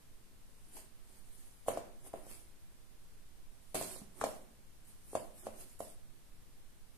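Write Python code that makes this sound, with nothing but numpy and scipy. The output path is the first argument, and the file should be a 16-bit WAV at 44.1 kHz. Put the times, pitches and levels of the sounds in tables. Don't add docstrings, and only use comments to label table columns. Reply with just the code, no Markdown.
import sys
import numpy as np
from scipy import signal
from scipy.fft import rfft, irfft, next_fast_len
from scipy.io import wavfile
from scipy.ndimage import uniform_filter1d, minimum_filter1d

SR = 44100
rng = np.random.default_rng(int(sys.argv[2]) if len(sys.argv) > 2 else 0)


def to_wav(s):
    ch = np.atleast_2d(s).T
    pcm = np.round(np.clip(ch, -1, 1) * 32767)
    wavfile.write(sys.argv[1], SR, pcm.astype(np.int16))


def boost_factor(decibels):
    exponent = np.asarray(decibels, float) / 20
    return 10 ** exponent


N = 307377


def evened(x):
    return x / np.sqrt(np.mean(x ** 2) + 1e-20)


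def read(points, hz):
    f, value = np.transpose(points)
    return np.interp(np.log(hz + 1), np.log(f + 1), value)


def add(mix, start_s, sound):
    part = mix[:, round(start_s * SR):][:, :sound.shape[1]]
    part += sound[:, :part.shape[1]]


def colour(x, gain):
    size = next_fast_len(x.shape[-1])
    spectrum = rfft(x, size) * gain(np.fft.rfftfreq(size, 1 / SR))
    return irfft(spectrum, size)[..., :x.shape[-1]]


def pair(a, b, same):
    def alike(hz):
        return np.clip(read(same, hz), 0, 1)

    def unlike(hz):
        return np.sqrt(1 - alike(hz) ** 2)

    return np.array([a, colour(a, alike) + colour(b, unlike)])


# frequency_hz, density_db [dB per Hz]
HISS_SPECTRUM = [(3.5, -2), (6, 5.5), (17, -4.5), (30, -12.5), (59, -18), (220, -26.5), (530, -34),
                 (900, -37), (1700, -39.5), (4500, -42), (7000, -43), (9000, -40), (11500, -42.5),
                 (14300, -45)]
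# frequency_hz, coherence [0 to 1]
HISS_COHERENCE = [(60, 0.085), (180, 0.23), (550, 0.15), (1650, 0.18), (4960, -0.018), (15000, 0.063)]
# frequency_hz, left_minus_right_db
HISS_BALANCE = [(60, -3), (180, -1.5), (550, -1.5), (1650, -0.5), (4960, -1), (15000, 0)]


def hiss(level_db=-54):
    both = pair(*rng.standard_normal((2, N)), HISS_COHERENCE)
    lean = np.array([[.5], [-.5]])
    shaped = colour(both, lambda hz: boost_factor(read(HISS_SPECTRUM, hz) + lean * read(HISS_BALANCE, hz)))
    return boost_factor(level_db) * evened(shaped)


# frequency_hz, t60_s
ROOM_DECAY = [(150, 0.82), (400, 0.53), (1040, 0.42), (2760, 0.34), (7280, 0.36)]
# frequency_hz, level_db
ROOM_TONE = [(150, -4.5), (600, -7.5), (1500, -3), (5000, -1), (12000, -9.5)]
# frequency_hz, coherence [0 to 1]
ROOM_COHERENCE = [(170, .95), (260, .45), (600, .3), (1000, 0), (3000, 0)]
# delay_s, left_db, right_db
ECHOES = [(.0045, -12.5, -26), (.0075, -9.5, -21), (0.0109, -13, -25), (.0145, -22, -27), (.019, -51, -7)]


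def room(x, tail_db=-7.0, build_up_s=0.0075, dull_hz=2500):
    hz, t, z = signal.stft(rng.standard_normal((2, SR)), SR, nperseg=256)
    decay_db = -60 * t / read(ROOM_DECAY, hz)[:, None]
    tail = signal.istft(z * boost_factor(decay_db + read(ROOM_TONE, hz)[:, None]), SR, nperseg=256)[1]
    tail = pair(*tail, ROOM_COHERENCE) * np.minimum(np.arange(tail.shape[1]) / SR / build_up_s, 1)
    tail *= boost_factor(tail_db) / np.linalg.norm(tail[0])
    echoes = np.zeros_like(tail)
    for delay_s, *level_db in ECHOES:
        echoes[:, round(delay_s * SR)] = boost_factor(level_db)
    echoes = colour(echoes, lambda hz: 1 / np.sqrt(1 + (hz / dull_hz) ** 2))
    return signal.fftconvolve(x, tail + echoes, axes=1)[:, :N]


def peak(t, s, rise_db_per_s, fall_db_per_s):
    return -np.maximum(rise_db_per_s * (s - t), fall_db_per_s * (t - s))


# loudest_s, fur_db, rise_s, fall_s, judder_db
SWISHES = [(.65, -69.5, 0.23, 0.23, -89), (.774, -50, 0.077, .09, -59), (1.19, -64.5, 0.24, 0.036, -74),
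           (1.378, -61.5, 0.3, .4, -77.5), (1.688, -40, 0.021, .02, -45),
           (2.076, -53.5, 0.072, 0.027, -59.5), (2.2, -70, .15, 0.06, -79),
           (2.311, -52, 0.097, 0.15, -61.5), (3.7, -68.5, 0.25, 0.29, -81),
           (4.206, -54.5, 0.082, 0.033, -56.5), (4.89, -61, 0.082, 0.12, -76),
           (5.14, -55.5, 0.14, 0.025, -69), (5.39, -56.5, 0.087, 0.15, -74),
           (5.468, -55.5, 0.055, 0.017, -54.5), (5.611, -51, .1, 0.07, -62),
           (5.708, -61.5, 0.088, 0.13, -84)]
# start_s, length_s, fur_db, fur_sag_db, judder_db
SLIDES = [
    (1.09, 0.034, -69.5, 0, -72),
    (1.706, 0.18, -50, 41, -48.5),
    (2.131, 0.071, -65.5, 4, -56.5),
    (3.745, 0.24, -43, 9.5, -44),
    (4.262, 0.18, -51, 22, -54),
    (5.145, 0.13, -56.5, 9, -58.5),
    (5.458, 0.074, -72, 15, -58),
    (5.792, 0.12, -55, 5, -63),
]


def strokes():
    swing_db = 20
    grip_s = .002
    lift_db_per_s, settle_db_per_s = 278, 88
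    t = np.arange(0, N + 32, 32) / SR
    swish, slide, judder = np.zeros((3, len(t)))
    for loudest_s, fur_db, rise_s, fall_s, judder_db in SWISHES:
        shape_db = peak(t, loudest_s, swing_db / rise_s, swing_db / fall_s)
        swish += boost_factor(fur_db + shape_db) ** 2
        judder += boost_factor(judder_db + shape_db) ** 2
    for start_s, length_s, fur_db, sag_db, judder_db in SLIDES:
        lift_db = -lift_db_per_s * np.maximum(t - start_s - length_s, 0)
        sag = peak(t, start_s, swing_db / grip_s, sag_db / length_s)
        slide += boost_factor(fur_db + lift_db + sag) ** 2
        judder += boost_factor(judder_db + peak(t, start_s, swing_db / grip_s, settle_db_per_s)) ** 2
    return [np.interp(np.arange(N) / SR, t, power) for power in (swish, slide, judder)]


def patchy(x, patch_db):
    z = signal.stft(x, nperseg=256)[2]
    patches = uniform_filter1d(rng.standard_normal(z.shape), size=4, axis=-2)
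    patches = uniform_filter1d(patches, size=8, axis=-1)
    return signal.istft(z * boost_factor(patch_db * evened(patches)), nperseg=256)[1][..., :N]


# frequency_hz, density_db [dB per Hz]
CARD_CONTACT = [(500, -4), (1000, -9), (2100, -6), (3000, -8), (3600, -11), (4300, -10.5), (5600, -10),
                (7000, -7), (8800, -3.5), (10700, -11), (12500, -14.5), (14300, -27.5)]
# frequency_hz, level_db
SOFT_FUR = [(1000, -12.5), (4500, -2), (7000, -4), (10500, 8.5)]
# frequency_hz, density_db [dB per Hz]
JUDDER_SPECTRUM = [(60, -35), (120, -10.5), (220, -4.5), (290, -1.5), (370, 4), (480, -13), (620, -3.5),
                   (1000, -8.5), (2500, -19.5), (4000, -26.5)]


def brushing(hairs_per_s=7000, spread_db=2.0, bumps_per_s=700):
    swish, slide, judder = strokes()
    size = boost_factor(spread_db * np.minimum(rng.exponential(1, (4, N)), 4)) * rng.choice([-1., 1.], (4, N))
    chance = rng.random((4, N)) * SR
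    hairs = size[:2] * (chance[:2] < hairs_per_s)
    hairs = colour(hairs, lambda hz: boost_factor(read(CARD_CONTACT, hz) + read(SOFT_FUR, hz)))
    bumps = colour(size[2:] * (chance[2:] < bumps_per_s), lambda hz: boost_factor(read(JUDDER_SPECTRUM, hz)))
    fur = evened(patchy(pair(*hairs, ROOM_COHERENCE), patch_db=4.0))
    lean = np.array([[1], [-1]])
    swish_pan_db, slide_pan_db = -1, -4
    fur_power = swish * boost_factor(lean * swish_pan_db) + slide * boost_factor(lean * slide_pan_db)
    return np.sqrt(fur_power) * fur + np.sqrt(judder) * evened(pair(*bumps, ROOM_COHERENCE))


# start_s, peak_db, left_minus_right_db
CLAWS = [(.7672, -41, 2), (.7695, -44, 0), (1.0748, -52, -3), (1.6782, -44, -3), (1.6836, -33, -1),
         (1.6893, -30, 0), (1.7735, -44, 0), (2.3142, -37, 0), (2.3262, -42, 0), (3.7460, -33, -4),
         (3.7785, -34, -4), (3.8262, -27, -7), (4.2105, -34, -2), (4.2398, -30, -3), (4.2430, -35, -3),
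         (4.2460, -36, -3), (5.1535, -40, -2), (5.8050, -43, -2)]


def claws(t60_s=.005):
    mix, t = np.zeros((2, N)), np.arange(400) / SR
    bursts = rng.standard_normal((len(CLAWS), 2, len(t)))
    bursts = colour(bursts, lambda hz: boost_factor(read(CARD_CONTACT, hz)))
    for (start_s, peak_db, pan_db), noise in zip(CLAWS, bursts):
        tick = noise * boost_factor(-60 * t / t60_s)
        level = boost_factor([[peak_db + pan_db / 2], [peak_db - pan_db / 2]])
        add(mix, start_s, level * tick / abs(tick).max())
    return mix


# start_s, peak_db, pitch_hz, t60_s, slap_db
PATS = [(0.769, -46.5, 820, 0.017, -18), (1.663, -46, 700, 0.02, -26), (1.6832, -17.5, 594, 0.019, -26),
        (1.7727, -25.5, 614, 0.019, -24), (2.0470, -55, 680, 0.016, -23), (2.0640, -48.5, 620, 0.0066, -34),
        (2.1381, -29.5, 626, 0.028, -40), (2.2661, -45, 550, 0.016, -20), (3.7459, -28, 640, 0.022, -14),
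        (3.7524, -30.5, 704, 0.0095, -6.5), (3.8119, -27.5, 650, 0.025, -16),
        (3.843, -46, 224, 0.11, -28.5), (3.9610, -43.5, 480, 0.014, -33), (4.017, -43, 204, .1, -28),
        (4.2131, -24, 1160, 0.0044, -18), (4.239, -19, 628, 0.024, -18.5), (4.2668, -29, 630, 0.02, -27),
        (5.1316, -36.5, 423, 0.026, -35), (5.1523, -19.5, 618, .025, -22), (5.468, -28.5, 587, 0.034, -25),
        (5.804, -29, 608, 0.034, -23)]
# pitch_hz, level_db, t60_s
BOX_MODES = [(108, -28.5, 0.041), (225, -29, 0.15), (293, -26, 0.066), (350, -73, 0.076),
             (443.4, -21.5, 0.065), (792, -9.5, 0.019), (1026, -11.5, 0.011), (618, -30, 0.36),
             (683, -32, 0.24)]


def pats():
    pad_rise_s, slap_t60_s = .0006, 0.085
    spot_db, spot_detune = 3.0, .02
    fewest_cycles, most_cycles = 3, 13
    side = np.array([[.5], [1]])
    mix, t = np.zeros((2, N)), np.arange(6000) / SR
    spots = rng.standard_normal((len(PATS), len(BOX_MODES), 3, 1))
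    slaps = rng.standard_normal((len(PATS), 2, len(t)))
    slaps = evened(colour(slaps, lambda hz: boost_factor(read(CARD_CONTACT, hz))))
    for (start_s, peak_db, pitch_hz, t60_s, slap_db), spot, noise in zip(PATS, spots, slaps):
        swing_s = side * np.clip(t60_s, fewest_cycles / pitch_hz, most_cycles / pitch_hz)
        ring = -boost_factor(-60 * t / swing_s) * np.sin(2 * np.pi * pitch_hz * t)
        hum_db = -9.0 * max(np.log2(pitch_hz / 650), 0)
        for (mode_hz, mode_db, mode_t60_s), luck in zip(BOX_MODES, spot):
            envelope = boost_factor(mode_db + hum_db + spot_db * luck[:2] - 60 * t / mode_t60_s)
            tuned_hz = mode_hz * (1 + spot_detune * luck[2])
            ring += envelope * np.sin(2 * np.pi * tuned_hz * t)
        knock = ring * (1 - np.exp(-(t / pad_rise_s) ** 2))
        knock /= abs(knock).max(1)[:, None]
        slap = boost_factor(slap_db - 60 * t / slap_t60_s) * noise
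        add(mix, start_s, boost_factor(peak_db) * (knock + slap))
    return mix


# frequency_hz, left_minus_right_db
PORTS = [(60, 3), (130, -3.5), (290, -2), (640, 0.5), (1410, -2.5), (3090, 3), (6800, -6.5), (15000, 9)]


def scene():
    box = pats() + claws() + brushing()
    direct = np.array([np.roll(box[0], shift=3), box[1]])
    lean = np.array([[.5], [-.5]])
    return colour(direct + room(box), lambda hz: boost_factor(lean * read(PORTS, hz))) + hiss()


# treble_db, chance [0 to 1 that a patch is lost]
LOSS_CHANCE = [(-66, .008), (-59, .05), (-45, .11)]


def starved(x, low_hz=2400, high_hz=6800):
    hz, t, z = signal.stft(x, SR, nperseg=1024, noverlap=768)
    treble_power = (abs(z[:, hz > high_hz]) ** 2).sum(1).mean(0)
    treble_db = 10 * np.log10(2 * treble_power + 1e-12)
    draw = rng.random((len(hz) // 6 + 1, len(t) // 4 + 1))
    draw = np.kron(draw, np.ones((6, 4)))[:len(hz), :len(t)]
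    kept = 1. * (draw > np.interp(treble_db, *np.transpose(LOSS_CHANCE)))
    kept = minimum_filter1d(kept, size=7, axis=1)
    kept[(hz < low_hz) | (hz > high_hz)] = 1
    return signal.istft(z * kept, SR, nperseg=1024, noverlap=768)[1][:, :N]


def roll_off(x):
    return signal.sosfilt(signal.butter(12, 15570, fs=SR, output="sos"), x)


def record(dry, edge_hz=14330, jump_db=11, leak_db=-10):
    limited = colour(dry, lambda hz: boost_factor(-70.0 * np.clip((hz - edge_hz) / 100, 0, 1)))
    top = dry - limited
    power = uniform_filter1d((top ** 2).mean(0), size=200)
    sharp = power > boost_factor(jump_db) ** 2 * np.roll(power, shift=250)
    limited = limited + boost_factor(leak_db) * top * uniform_filter1d(1. * sharp, size=200)
    return roll_off(starved(limited))


dry = scene()
out = record(dry)
to_wav(out)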